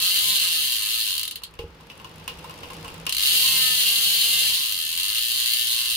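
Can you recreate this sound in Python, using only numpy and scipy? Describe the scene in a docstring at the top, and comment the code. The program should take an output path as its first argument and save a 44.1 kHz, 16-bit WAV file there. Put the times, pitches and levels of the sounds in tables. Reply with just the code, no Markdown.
"""In a garage, a bicycle wheel spins on a stand and its freehub buzzes: pawls snap over the ratchet as fast as
wheel and cassette slip past each other, each blow ringing noise bursts and wheel modes. In between the cranks
drive the wheel: the buzz slows to single clicks and stops, the hub engages with a thud of frame modes, and the
chain ticks, hisses and clanks as shaped noise over a drive rumble. The buzz then returns. Room tone lies below."""
import sys
import numpy as np
from scipy import signal
from scipy.fft import rfft, irfft, next_fast_len
from scipy.io import wavfile
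from scipy.ndimage import uniform_filter1d

SR = 44100
rng = np.random.default_rng(int(sys.argv[2]) if len(sys.argv) > 2 else 0)


def store_pcm(level_fs):
    """Save levels as 16-bit WAV."""
    pcm = np.round(np.clip(level_fs, -1, 1) * 32767).astype(np.int16)
    wavfile.write(sys.argv[1], SR, np.atleast_2d(pcm).T)


N = 262836
PAD = next_fast_len(N + SR)   # FFT length, with silence after the scene
HZ = np.maximum(np.arange(PAD // 2 + 1) * SR / PAD, 1)
T = np.arange(N) / SR

# Freewheeling before and after the pedalling: [t/s, slip/teeth per s]
SLIP_BEFORE = [(0.0, 177), (0.1, 184), (0.21, 208), (0.33, 207), (0.51, 165), (0.62, 154), (0.73, 114),
               (0.84, 101.6), (0.95, 117), (1.05, 109), (1.12, 91.3), (1.2, 59.1), (1.24, 47)]
SLIP_AFTER = [(3.14, 36), (3.34, 211), (3.45, 267), (3.54, 265), (3.62, 256), (3.75, 253), (3.87, 233),
              (4.01, 228.5), (4.33, 233.5), (4.43, 231.5), (4.52, 203), (4.66, 118), (4.77, 86),
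              (4.86, 75.5), (4.97, 85), (5.19, 118.5), (5.34, 119.5), (5.96, 117)]
# Bright colour of a metal tick, from links and knocks alike: [f/Hz, relative level/dB]
TICK_COLOUR = [(3500, -9), (6000, 1), (10500, 5), (12500, 0), (16000, -8)]

WHEEL_TURNS_PER_S = 2.6
WHEEL_TEETH_PER_S = 118   # slip with the cassette at rest; faster slip means back-pedalling


def from_db(db):
    """Decibels to an amplitude factor."""
    return 10 ** (np.asarray(db) / 20)


def rms_one(x):
    """Scale a sound to an rms of 1."""
    return x / np.sqrt(np.mean(x ** 2) + 1e-20)


def at_hz(points, hz):
    """Read a curve at the given frequencies, straight between points on a log frequency axis."""
    points = np.array(points)
    return np.interp(np.log(hz), np.log(points[:, 0]), points[:, 1])


def colour(x, spectrum):
    """Filter a sound through a spectrum drawn in dB."""
    return irfft(rfft(x, PAD) * from_db(at_hz(spectrum, HZ)), PAD)[..., :N]


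def rate_during(rows):
    """A rate drawn over time, sample by sample; zero outside its run."""
    start, end = rows[0][0], rows[-1][0]
    rate = np.interp(T, *np.transpose(rows))
    return rate * (T >= start) * (T <= end)


def passes(rows, whole_at=0.):
    """Moments at which a count running at the given rate crosses a whole number, and the rate there."""
    rate = rate_during(rows)
    count = np.cumsum(rate) / SR
    count = count - np.interp(whole_at, T, count)
    at = np.flatnonzero(np.diff(np.floor(count)) > 0)
    return T[at], rate[at]


def strikes(times, sizes):
    """A train of single-sample blows."""
    at = np.clip(np.round(np.asarray(times) * SR).astype(int), 0, N - 1)
    return np.bincount(at, sizes, N) + 1e-18


def ring(times, sizes, modes, spread_db, turns_per_s=0):
    """Each blow rings every mode; on a turning body the lobes of each mode sweep past either microphone."""
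    out, times = np.zeros((2, N)), np.asarray(times)
    for hz, db, t60 in modes:
        r = from_db(-60 / (t60 * SR))   # decay per sample
        w = 2 * np.pi * hz / SR
        facing = np.cos(2 * np.pi * turns_per_s * (times[:, None] / 2 + rng.random(2)))
        share = from_db(db + spread_db * rng.standard_normal((len(times), 2))) * facing
        for side in range(2):
            blows = strikes(times, sizes * share[:, side])
            out[side] += signal.lfilter([0, np.sin(w)], [1, -2 * r * np.cos(w), r * r], blows)
    return out


def dying_noise(snap_t60, tail_db):
    """Response of a body with countless modes: a short snap, then a tail with its own decay in each octave."""
    # Decay of rim and garage together: [f/Hz, t60/s]
    ring_t60 = [(500, 0.25), (1300, 0.11), (3500, 0.16), (9000, 0.11), (16000, 0.049)]
    t, out = T[:SR // 4], 0
    snap = from_db(-60 * t / snap_t60)
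    for low in 350 * 2. ** np.arange(6):
        high = min(2 * low, .45 * SR)
        octave = signal.butter(2, [low, high], "band", fs=SR, output="sos")
        tail = from_db(tail_db - 60 * t / at_hz(ring_t60, np.sqrt(2) * low))
        out = out + (snap + tail) * signal.sosfilt(octave, rng.standard_normal((2, len(t))))
    return out / np.sqrt(np.sum(out ** 2) / 2)   # energy 1 per side on average


def stereo_noise(spectrum):
    """Steady coloured noise, alike left and right in the bass only; rms 1."""
    # How far left and right share one noise: [f/Hz, likeness/0 to 1]
    likeness = [(60, 0.88), (160, 1), (300, 0.85), (600, 0.78), (1000, 0.18), (16000, 0)]
    mid, side = rfft(rng.standard_normal((2, PAD)))
    alike = np.clip(at_hz(likeness, HZ), -1, 1)
    pair = np.sqrt(1 + alike) * mid + np.sqrt(1 - alike) * side * [[1], [-1]]
    return rms_one(irfft(pair * from_db(at_hz(spectrum, HZ)), PAD)[:, :N])


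def burst(times, db, spectrum, snap_t60, t60, tail_db):
    """Countless modes struck at once: coloured noise that starts sharply and dies in two stages."""
    blows = strikes(times, from_db(db))
    snap = signal.lfilter([1], [1, -from_db(-60 / (snap_t60 * SR))], blows)
    tail = signal.lfilter([1], [1, -from_db(-60 / (t60 * SR))], blows)
    return (snap + from_db(tail_db) * tail) * stereo_noise(spectrum)


def slip():
    """Teeth per second passing the pawls in the two freewheeling runs; none in between."""
    return rate_during(SLIP_BEFORE) + rate_during(SLIP_AFTER)


def ratchet_clicks():
    """Moments and blow sizes of the teeth: single slow clicks and two runs; faster pawls land harder."""
    # Single clicks as the slip dies out and returns: [t/s, blow level/dB]
    slow_clicks = [(1.2524, -3.5), (1.2776, -2), (1.3105, -4.5), (1.357, -6), (1.4353, -6.5),
                   (3.0936, -4.5), (3.1244, 1)]
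    # One moment in each run at which a tooth passes: [t/s before, t/s after]
    tooth_at = (1.2311, 3.1472)
    wheel_speed_db, db_per_octave = 1.32, 1.5   # blow at the wheel's own speed; rise per doubling of slip
    times, slow_db = np.transpose(slow_clicks)
    sizes = from_db(slow_db)
    for run, tooth_s in zip((SLIP_BEFORE, SLIP_AFTER), tooth_at):
        at, rate = passes(run, tooth_s)
        octaves = np.log2(rate / WHEEL_TEETH_PER_S)
        times = np.r_[times, at]
        sizes = np.r_[sizes, from_db(wheel_speed_db + db_per_octave * octaves)]
    return times, sizes


def freehub(pawls=3, paths=14, scatter_s=.001, uneven_db=2.5, lead_db=3.0, modes_db=-25.5):
    """At each tooth the pawls land one just after another; as the wheel turns, blows take other paths out."""
    # Colour of the pawl blows: [f/Hz, relative level/dB]
    hub_colour = [(880, -47), (1500, -23), (1790, -19), (2490, -15), (2720, -2.5), (3150, 0), (3480, -6),
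                  (4240, -0.5), (5540, -14.5), (7030, -11.5), (7690, -15), (10200, -7), (11700, -10.5),
                  (13100, -6), (16000, -12)]
    # Ringing of the wheel: [f/Hz, level/dB, t60/s]
    wheel_modes = [(1042, -27, .14), (1170, -33, .08), (1272, -29, .12), (1450, -16, .008), (1608, -27, .1),
                   (1790, -23, .09), (2000, -25, .06), (2100, -12, .006), (2120, -22, .06),
                   (2320, -24, .06), (2800, -9, .07), (3000, -12, .06), (3200, -10, .06), (4190, -11, .07),
                   (4400, -15, .06)]
    times, sizes = ratchet_clicks()
    late, strength = rng.standard_normal((2, len(times), pawls))
    landing = times[:, None] + scatter_s * np.abs(late)
    force = sizes[:, None] * from_db(uneven_db * strength)
    path = rng.integers(0, paths, landing.shape)

    # the leading pawl keeps strict time and holds one path for a quarter turn, so the buzz has a pitch
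    landing[:, 0] = times + .00002 * late[:, 0]
    path[:, 0] = (times * WHEEL_TURNS_PER_S * 4).astype(int) % paths
    force[:, 0] *= from_db(lead_db)

    snaps = 0
    for k in range(paths):
        blows = strikes(landing[path == k], force[path == k])
        response = dying_noise(snap_t60=0.0064, tail_db=-3.5)
        snaps = snaps + signal.fftconvolve(blows[None], response, axes=1)[:, :N]
    hub_gain = np.sqrt(np.mean(from_db(at_hz(hub_colour, HZ[HZ > 500])) ** 2) * pawls)

    modes = ring(landing[:, 0], sizes, wheel_modes, spread_db=1.5, turns_per_s=WHEEL_TURNS_PER_S)
    low_trim = signal.butter(6, 880, "high", fs=SR, output="sos")   # keep only the modes' ringing above 880 Hz
    modes = signal.sosfilt(low_trim, modes)
    return colour(snaps, hub_colour) / hub_gain + from_db(modes_db) * modes


def chain(hiss_db=1.0, tick_db=0.0):
    """Links seat on the sprocket in a loose rhythm over roller hiss; the frame rumbles with the drive."""
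    # Pedalling forward: [t/s, chain speed/links per s]
    link_rate = [(1.45, 18), (1.8, 32.2), (2.45, 59), (2.95, 68), (3.1, 37)]
    # Colour of seating links and roller hiss: [f/Hz, relative level/dB]
    rattle_colour = [(350, -48), (600, -12), (1050, -5.5), (1370, -7.5), (1900, -9), (2760, -4),
                     (4400, -10), (5050, -10.5), (7310, -24), (13200, -81), (16000, -55)]
    # Colour of the frame rumble: [f/Hz, relative level/dB]
    rumble_colour = [(40, -14), (62, -12), (100, -2), (135, -13.5), (152, -0.5), (164, 4.5), (178, -4),
                     (243, -12), (318, -9), (371, -13), (440, -12), (468, -3), (520, -8.5), (620, -14),
                     (700, -15.5), (900, -8.5), (1200, -35)]
    rumble_db, rattle_db = -53, -58   # added by the drive at 50 links per s forward
    idle_rumble_db, idle_rattle_db = -61.5, -66.5   # always present, also with the cranks at rest
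    slack_db = 7   # the slack chain rattles more running backward
    links_per_tooth = 0.62   # back-pedalling: links per tooth of extra slip
    load_power = 1.48   # pedalling forward, the noise grows faster than the speed

    at, rate = passes(link_rate)
    chance = rng.standard_normal((len(at), 2))
    at = at + .12 * chance[:, 0] / rate   # scatter as a share of the link interval
    seat_db = 4.0 * chance[:, 1]
    seats = burst(at, seat_db, rattle_colour, snap_t60=0.023, t60=0.14, tail_db=-11)
    ticks = burst(at, seat_db + tick_db, TICK_COLOUR, snap_t60=.014, t60=.08, tail_db=-11)
    rattle = seats + ticks + from_db(hiss_db) * stereo_noise(rattle_colour)

    # drive in both directions, 1 at 50 links per s
    forward = uniform_filter1d(rate_during(link_rate), SR // 20) / 50
    forward = np.abs(forward) ** load_power
    backward = links_per_tooth * np.maximum(slip() - WHEEL_TEETH_PER_S, 0) / 50
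    rattle_gain = from_db(rattle_db) * (forward + from_db(slack_db) * backward) + from_db(idle_rattle_db)
    rumble_gain = from_db(rumble_db) * (forward + backward) + from_db(idle_rumble_db)
    return rattle_gain * rattle + rumble_gain * stereo_noise(rumble_colour)


def room_tone():
    """Steady, dark background noise of the garage."""
    # Colour of the background: [f/Hz, relative level/dB]
    room_colour = [(20, -42), (40, 7.5), (60, 9), (110, -3), (200, -4.5), (400, -6), (700, -15), (1100, -5),
                   (3000, -16), (5500, -38), (9000, -52), (16000, -60)]
    return from_db(-54) * stereo_noise(room_colour)


def knocks():
    """Chain and derailleur knocks ring the derailleur cage and the stays and give a bright tick."""
    # Every knock: [t/s, cage level/dB, stays level/dB, tick level/dB]
    knock_levels = [(1.419, -50, -47, -58), (1.5395, -55, -59, -45), (1.59, -38.5, -46, -56),
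                    (1.8025, -61, -55, -68), (1.9, -43, -59, -58), (1.978, -61, -68, -44),
                    (1.999, -52, -50, -60), (2.0456, -45, -45.5, -45), (2.1979, -53, -63, -48),
                    (2.2784, -33, -41, -28), (2.387, -53, -74, -45), (2.4435, -50, -42, -46),
                    (2.4958, -49.5, -45, -43), (2.6324, -43, -45.5, -60), (2.7023, -48.5, -44, -58),
                    (2.742, -58, -70, -40), (2.848, -48, -43.5, -50), (2.88, -49.5, -48, -41),
                    (2.9421, -56, -66, -39), (3.0663, -30, -42.5, -28)]
    # Colour of the derailleur cage: [f/Hz, relative level/dB]
    cage_colour = [(1500, -13), (2300, -9), (2700, 5.5), (2870, 8.5), (3100, -3), (4000, -8), (5200, -10),
                   (7000, -21)]
    # Colour of the stays: [f/Hz, relative level/dB]
    stays_colour = [(600, -24), (800, -14), (890, 1.5), (970, 2), (1060, 13.5), (1180, -15), (1300, 0),
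                    (1700, -22)]
    at, cage_db, stays_db, tick_db = np.transpose(knock_levels)
    cage = burst(at, cage_db, cage_colour, snap_t60=0.024, t60=0.21, tail_db=0)
    stays = burst(at, stays_db, stays_colour, snap_t60=0.06, t60=0.3, tail_db=-5.5)
    tick = burst(at, tick_db, TICK_COLOUR, snap_t60=0.0073, t60=0.069, tail_db=-24.5)
    return cage + stays + tick


def hub_thuds():
    """The hub takes the load and rebounds; each soft blow shakes the modes of the whole frame."""
    # Blows of the engaging hub: [t/s, level/dB]
    thud_levels = [(1.594, -29.5), (1.620, -36), (1.640, -31)]
    # Ringing of the frame: [f/Hz, level/dB, t60/s]
    frame_modes = [(67, -13, 0.41), (86.4, -8, 0.23), (162, -11.5, 0.11), (394, -16, 0.21),
                   (444, -18, 0.15), (467, -0.5, 0.14), (835, -7.5, 0.095)]
    at, db = np.transpose(thud_levels)
    thud = ring(at, from_db(db), frame_modes, spread_db=1.0)[0]   # the same on both sides
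    soft_contact = signal.butter(2, 700, fs=SR, output="sos")   # a slow contact excites little treble
    return signal.sosfilt(soft_contact, thud)


def gain_control(x):
    """The gain drops quickly under loud sound and creeps back up in the quiet."""
    neutral_db, share = -23.5, 0.28   # level left alone; share of a level change taken back
    attack_s, fall_db_per_s = .15, 12   # smoothing time; fall of the held level in the quiet
    power = uniform_filter1d(np.mean(x ** 2, axis=0), SR // 20)
    ramp = fall_db_per_s * T
    held_db = np.maximum.accumulate(10 * np.log10(power + 1e-12) + ramp) - ramp
    r = np.exp(-1 / (attack_s * SR))
    smooth_db = signal.lfilter([1 - r], [1, -r], held_db - held_db[0]) + held_db[0]
    return x * from_db(share * (neutral_db - smooth_db))


def scene():
    """Mix the buzzing hub, chain, knocks, thuds and room tone."""
    return freehub() + chain() + room_tone() + knocks() + hub_thuds()


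def record(dry):
    """The two microphones differ a little in colour; the gain follows the level; the top is cut."""
    # Colour difference of the microphones: [f/Hz, left minus right/dB]
    balance = [(60, -1), (180, -1.0), (550, -1.5), (1650, 3), (4970, -0.5), (15000, 3)]
    tilt = from_db(at_hz(balance, HZ) / 2 * np.array([[1], [-1]]))
    heard = irfft(rfft(dry, PAD) * tilt, PAD)[:, :N]
    top_cut = signal.cheby2(16, 60, 16250, fs=SR, output="sos")   # 60 dB down from 16250 Hz
    return signal.sosfilt(top_cut, gain_control(heard))


dry = scene()
out = record(dry)
store_pcm(out)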